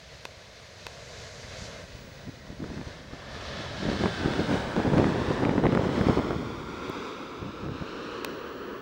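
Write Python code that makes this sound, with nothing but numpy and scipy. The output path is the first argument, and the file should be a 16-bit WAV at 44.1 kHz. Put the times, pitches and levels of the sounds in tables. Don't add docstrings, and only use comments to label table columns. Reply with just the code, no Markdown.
import sys
import numpy as np
from scipy import signal
from scipy.fft import rfft, irfft, next_fast_len
from scipy.io import wavfile
from scipy.ndimage import uniform_filter1d, map_coordinates

SR = 44100
rng = np.random.default_rng(int(sys.argv[2]) if len(sys.argv) > 2 else 0)


def store_pcm(level_fs):
    pcm = np.round(np.clip(level_fs, -1, 1) * 32767).astype(np.int16)
    wavfile.write(sys.argv[1], SR, np.atleast_2d(pcm).T)


N = 388793
T = np.arange(N) / SR


def jet(flutter_db=0.59, roar_trim_db=-1.37, roar_swell_share=0.92, window_s=0.4):
    # time_s, hiss_db, roar_db, top_re_hiss_db
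    pass_levels = [(0, -54.5, -56, -10), (2.3, -57.5, -54, -7), (3.05, -56.5, -52.5, -11),
                   (3.55, -48, -44.5, -15.5), (4.15, -41.5, -39, -14.5), (4.8, -50, -38.5, -9.5),
                   (6.6, -54.5, -44, -9.5), (8.05, -54.5, -46, -14), (8.82, -58.5, -42.5, -11.5)]
    # crest_s, length_s, lift_db
    swells = [(0.88, 0.24, 2.5), (1.17, 0.38, 4.5), (1.62, 0.46, 6.5), (2.84, 0.22, 3.5), (3.4, 0.42, 3),
              (3.91, 0.11, 3), (4.55, 0.14, 5), (5.17, 0.56, 4), (6.05, 0.41, 6), (6.97, 0.35, 5),
              (8.07, 0.49, 5)]
    hiss_db, roar_db, top_re_hiss_db = curves(pass_levels)
    lift_db = sum(db * shape for shape, db in humps(swells))
    hiss_db += lift_db
    roar_db += roar_swell_share * lift_db + roar_trim_db
    x = ground_reflections(engine_turbulence())
    lows = signal.sosfiltfilt(signal.butter(3, 2300, fs=SR, output="sos"), x)
    below_top = signal.sosfiltfilt(signal.butter(3, 6000, fs=SR, output="sos"), x)
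    roar = follow(lows, band(x, 900, 2000, order=4), roar_db, window_s)
    hiss = follow(below_top - lows, band(x, 2800, 5500, order=4), hiss_db, window_s)
    top = follow(x - below_top, band(x, 6000, 10000, order=4), hiss_db + top_re_hiss_db, window_s)
    shared_flutter = wander(18)
    return sum(part * undb(flutter_db * (shared_flutter + wander(22))) for part in (roar, hiss, top))


def engine_turbulence():
    # freq_hz, relative_density_db
    ahead = [(60, 7), (130, 8), (300, -8.5), (450, 3), (630, 6.5), (820, -3.5), (1000, -2), (1300, -3.5),
             (1700, -1.5), (2600, -4.5), (4000, -2.5), (6300, -8), (8000, -18.5), (10500, -26.5),
             (15000, -40)]
    abeam = [(70, 4), (300, -2.5), (600, -1.5), (1000, -4.5), (1700, -5.5), (2400, -12.5), (3600, -9.5),
             (5000, -15), (6500, -23), (9000, -30.5), (15000, -60)]
    behind = [(80, -32), (150, -11), (290, 2), (500, 4.5), (720, -8), (1000, -5), (1400, -9), (1800, -12.5),
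              (2400, -13.5), (3700, -15), (6000, -26.5), (9000, -45), (15000, -59)]
    # time_s, aspect (0 ahead, 1 abeam, 2 behind)
    aspect_path = [(0, 0), (2.0, 0), (3.6, 0.54), (4.8, 1.52), (6.5, 1.87), (8.8, 2.5)]
    aspect, = curves(aspect_path)
    x = 0
    for k, spectrum in enumerate([ahead, abeam, behind]):
        noise = coloured_noise(spectrum)
        weight = np.sqrt(np.maximum(1 - abs(aspect - k), 0))
        x = x + weight * noise / np.std(band(noise, 900, 5500))
    return x


def ground_reflections(x, dull_hz=6500, far_band_hz=(1500, 4800)):
    # time_s, comb_spacing_hz, share (before filtering)
    near = [(0, 530, 0.03), (2.5, 495, 0.18), (4.1, 640, 0.07), (4.6, 770, 0.28), (5.8, 1040, 0.22),
            (6.5, 1136, 0.55), (7.5, 1250, 0.46), (8.0, 1380, 0.45), (8.8, 1470, 0.43)]
    far = [(3.1, 427, 0.12), (4.1, 437, 0.37), (4.7, 422, 0.02)]
    close_echo = [(2.4, 2120, 0.13), (3.6, 1780, 0.047), (5.3, 1840, 0.05), (6.35, 1720, 0.2),
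                  (7.0, 1800, 0.087), (7.8, 1500, 0.056)]
    dull = signal.butter(1, dull_hz, fs=SR, output="sos")
    upper_mids = signal.butter(1, far_band_hz, "band", fs=SR, output="sos")
    for table, colour in ((near, dull), (far, upper_mids), (close_echo, dull)):
        spacing_hz, share = curves(table)
        lag_samples = SR / spacing_hz * (1 + .007 * wander(7))
        reflected = signal.sosfiltfilt(colour, x)
        x = x + share * map_coordinates(reflected, [np.arange(N) - lag_samples], order=2)
    return x


def intakes():
    # time_s, pitch_hz, level_db
    fan = [(0, 2210, -79), (1.6, 2020, -69), (3.4, 1745, -60), (4.2, 1535, -42.5), (4.9, 1500, -55.5),
           (7.1, 1346, -48.5), (8.8, 1258, -62)]
    fan_overtone = [(3.1, 3530, -83), (3.55, 3480, -55), (4.05, 3170, -61), (4.6, 2820, -76)]
    return blade_tone(fan, width_hz=160, waver=.012) + blade_tone(fan_overtone, width_hz=180, waver=.0072)


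def turbines():
    # time_s, pitch_hz, level_db
    high_stage = [(4.0, 5200, -78), (4.7, 5970, -68), (5.8, 7200, -84)]
    low_stage = [(5.2, 4800, -72), (6.25, 5200, -61), (6.8, 5400, -78)]
    high = blade_tone(high_stage, width_hz=640, waver=.02)
    return high + blade_tone(low_stage, width_hz=250, waver=.008)


def blade_tone(table, width_hz, waver):
    pitch_hz, level_db = curves(table)
    phase = 2 * np.pi * np.cumsum(pitch_hz * (1 + waver * wander(8.3))) / SR
    return undb(level_db) * (wander(width_hz) * np.cos(phase) + wander(width_hz) * np.sin(phase))


def tyres(band_hz=(4200, 7100)):
    # crest_s, length_s, level_db
    spurts = [(1.25, 0.82, -55), (1.62, 0.089, -52)]
    envelope = sum(undb(db) * shape for shape, db in humps(spurts))
    return envelope * unit_rms(band(rng.standard_normal(N), *band_hz, order=3))


def wind(count=5000, eddy_hz=240, db_per_octave=10, spread_db=3, bunch_db=2.5, trim_db=-1):
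    wind_db = wind_level_db()
    x = np.zeros(N)
    starts = (rng.random(count) * N).astype(int)
    eddies = zip(starts, rng.random(count), rng.exponential(size=count), rng.standard_normal(count))
    for i, skew_turns, strength, smallness in eddies:
        size_octaves = .65 * np.clip(smallness, -2, 2.5)
        speed_octaves = (np.clip(wind_db[i], -49, -30) + 30) / db_per_octave
        pitch_hz = eddy_hz * 2 ** (size_octaves + speed_octaves)
        gain = undb(spread_db * min(strength, 3) - 4 * size_octaves)
        add(x, i / SR, gain * eddy_swing(pitch_hz, skew_turns))
    x = band(x * undb(bunch_db * wander(70)), 59.5, 7400)
    x = x + .5 * band(x, 176, 405, order=1)
    lull_db = np.interp(wind_db, [-50, -38], [-3, 0])
    return follow(x, band(x, 40, 480), wind_db + lull_db + trim_db, window_s=.035)


def wind_level_db():
    # time_s, strength_db
    breeze = [(0, -54), (0.75, -59.5), (1.6, -46), (3.3, -46), (4.15, -40), (4.35, -33), (4.7, -39),
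              (6.35, -34), (7.15, -52.5), (7.6, -48), (8.82, -51.5)]
    # crest_s, length_s, strength_db
    gusts = [(1.616, 0.035, -41), (1.946, 0.02, -41), (2.282, 0.021, -32.0), (2.508, 0.034, -36.5),
             (2.621, 0.07, -33), (2.716, 0.055, -35.5), (2.784, 0.045, -34), (2.876, 0.027, -36),
             (3.132, 0.017, -43), (3.599, 0.017, -34), (3.884, 0.15, -28), (4.032, 0.07, -24),
             (4.263, 0.13, -27.5), (4.402, 0.042, -23.5), (4.521, 0.068, -23), (4.782, 0.047, -23.5),
             (4.864, 0.039, -21.5), (4.98, 0.18, -19.5), (5.178, 0.108, -28.5), (5.298, 0.043, -24.0),
             (5.458, 0.13, -23), (5.579, 0.064, -24.0), (5.655, 0.044, -16.5), (5.748, 0.14, -23.5),
             (5.867, 0.12, -27), (5.999, 0.062, -23), (6.087, 0.064, -19.5), (6.182, 0.034, -21),
             (6.314, 0.19, -31.0), (6.894, 0.019, -29.5), (7.445, 0.081, -33), (7.674, 0.13, -33),
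             (7.817, 0.024, -32)]
    breeze_db, = curves(breeze)
    gust_power = sum((undb(db) * shape) ** 2 for shape, db in humps(gusts, attack_share=.41))
    return 10 * np.log10(undb(breeze_db) ** 2 + gust_power)


def eddy_swing(peak_hz, skew_turns):
    t = T[:SR // 50] - T[SR // 100]
    return np.real(np.exp(2j * np.pi * skew_turns) / (1 - 2j * np.pi * peak_hz * t) ** 2)


def buffets(thump_hz=330, db_per_octave=22, gap_s=.00388, fade_db=-4, thump_db=-1, crack_db=-7):
    # time_s, strength_db
    hits = [(2.641, -22.5), (2.702, -27), (2.778, -30), (2.813, -26.5), (2.879, -32), (3.134, -28.5),
            (3.888, -17), (4.037, -14), (4.058, -11.5), (4.258, -14), (4.764, -14), (4.937, -16),
            (4.981, -11), (5.042, -15), (5.438, -17), (5.579, -13), (5.638, -9.5), (5.655, -9.5),
            (5.723, -14.5), (5.75, -10.5), (5.774, -12), (5.848, -18), (6.012, -16), (6.085, -12),
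            (6.191, -13), (6.307, -14), (7.686, -21)]
    out = np.zeros(N)
    for (time_s, strength_db), swings in zip(hits, rng.random((len(hits), 3, 2))):
        pitch_hz = thump_hz * 2 ** (strength_db / db_per_octave)
        for k, (skew_turns, lateness) in enumerate(swings):
            start_s = time_s - .009 + k * gap_s * (.5 + lateness)
            gain = undb(strength_db + thump_db + k * fade_db)
            add(out, start_s, gain * eddy_swing(pitch_hz, skew_turns))
        add(out, time_s, undb(strength_db + crack_db) * crack(600, 1360, order=2))
    return out


def crackle(pressure, onset_db=-29, gain_db=-11):
    excess = np.maximum(abs(pressure) - undb(onset_db), 0)
    return undb(gain_db) * band(excess * rng.standard_normal(N), 1640, 2500)


def spits():
    # start_s, peak_db
    tears = [(4.336, -19), (5.043, -18.5), (5.451, -17), (5.494, -20), (5.667, -17), (5.751, -35)]
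    out = np.zeros(N)
    for start_s, peak_db in tears:
        add(out, start_s, undb(peak_db) * crack(500, 2500, order=3))
    return out


def crack(lo_hz, hi_hz, order, decay_s=.001):
    t = T[:SR // 50]
    burst = band(rng.standard_normal(len(t)) * np.exp(-t / decay_s), lo_hz, hi_hz, order)
    return burst / abs(burst).max()


def camera_ticks(bounce_s=.00197, bounce_db=-7, snap_db=-26):
    # start_s, first_5ms_rms_db, snap_lift_db
    ticks = [(0.253, -32, 1), (0.867, -32.5, 3), (6.897, -51, 31), (8.247, -28, 16)]
    # centre_hz, width_hz, gain_db
    modes = [(425, 640, 4.5), (980, 240, 10), (1550, 830, 2), (2640, 220, 8.5), (3740, 1060, -0.5)]
    push = np.zeros(SR // 20)
    push[0] = 1
    push[int(bounce_s * SR)] = undb(bounce_db)
    ring = 0
    for k, (centre_hz, width_hz, gain_db) in enumerate(modes):
        mode = band(push, centre_hz - width_hz / 2, centre_hz + width_hz / 2, order=1)
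        ring = ring + (-1) ** k * undb(gain_db) * mode
    ring = band(ring, 150, 7700)
    snap = band(push, 10500, 18000, order=1)
    out = np.zeros(N)
    for start_s, rms_db, snap_lift_db in ticks:
        tick = ring - undb(snap_db + snap_lift_db) * snap
        add(out, start_s, undb(rms_db) * tick / np.std(tick[:SR // 200]))
    return out


def camera_electronics(whine_hz=15705, whine_trim_db=-2, hiss_db=-75):
    # time_s, level_db
    whine_levels = [(1.7, -95), (2.0, -65), (3.3, -92), (4.4, -69), (5.5, -78), (6.2, -69), (8.15, -77),
                    (8.3, -63)]
    level_db, = curves(whine_levels)
    whine = undb(level_db + whine_trim_db) * np.sqrt(2) * np.sin(2 * np.pi * whine_hz * T)
    return whine + undb(hiss_db) * rng.standard_normal(N)


def undb(db):
    return 10 ** (np.asarray(db) / 20)


def curves(table):
    time_s, *columns = np.transpose(table)
    return [np.interp(T, time_s, column) for column in columns]


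def humps(table, attack_share=.44):
    for crest_s, length_s, db in table:
        side_s = length_s * np.where(T < crest_s, attack_share, 1 - attack_share)
        yield .5 ** np.minimum(((T - crest_s) / side_s) ** 2, 40), db


def unit_rms(x):
    return x / np.sqrt(np.mean(x ** 2))


def wander(rate_hz):
    hold = int(SR / rate_hz)
    steps = np.repeat(rng.standard_normal(N // hold + 1), hold)
    return unit_rms(uniform_filter1d(steps, hold)[:N])


def band(x, lo_hz, hi_hz, order=2):
    return signal.sosfilt(signal.butter(order, [lo_hz, hi_hz], "band", fs=SR, output="sos"), x)


def coloured_noise(spectrum):
    freq_hz, density_db = np.transpose(spectrum)
    size = next_fast_len(N)
    bin_hz = np.maximum(np.arange(size // 2 + 1) * SR / size, 1)
    gain = undb(np.interp(np.log(bin_hz), np.log(freq_hz), density_db))
    gain *= np.minimum(bin_hz / freq_hz[0], 1) ** 2
    return irfft(rfft(rng.standard_normal(size)) * gain, size)[:N]


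def follow(x, probe, level_db, window_s):
    power = uniform_filter1d(probe ** 2, int(window_s * SR))
    return x * undb(level_db) / np.sqrt(np.maximum(power, 1e-18))


def add(out, start_s, x):
    i = int(start_s * SR)
    out[i:i + len(x)] += x[:N - i]


def scene():
    tones = intakes() + turbines()
    pressure = wind() + buffets()
    aircraft = jet() + tyres() + tones
    wind_noise = pressure + crackle(pressure) + spits()
    return (aircraft + wind_noise + camera_ticks() + camera_electronics())[None]


def record(dry, cutoff_hz=16200):
    return signal.sosfilt(signal.ellip(10, .2, 70, cutoff_hz, fs=SR, output="sos"), dry)


dry = scene()
out = record(dry)
store_pcm(out)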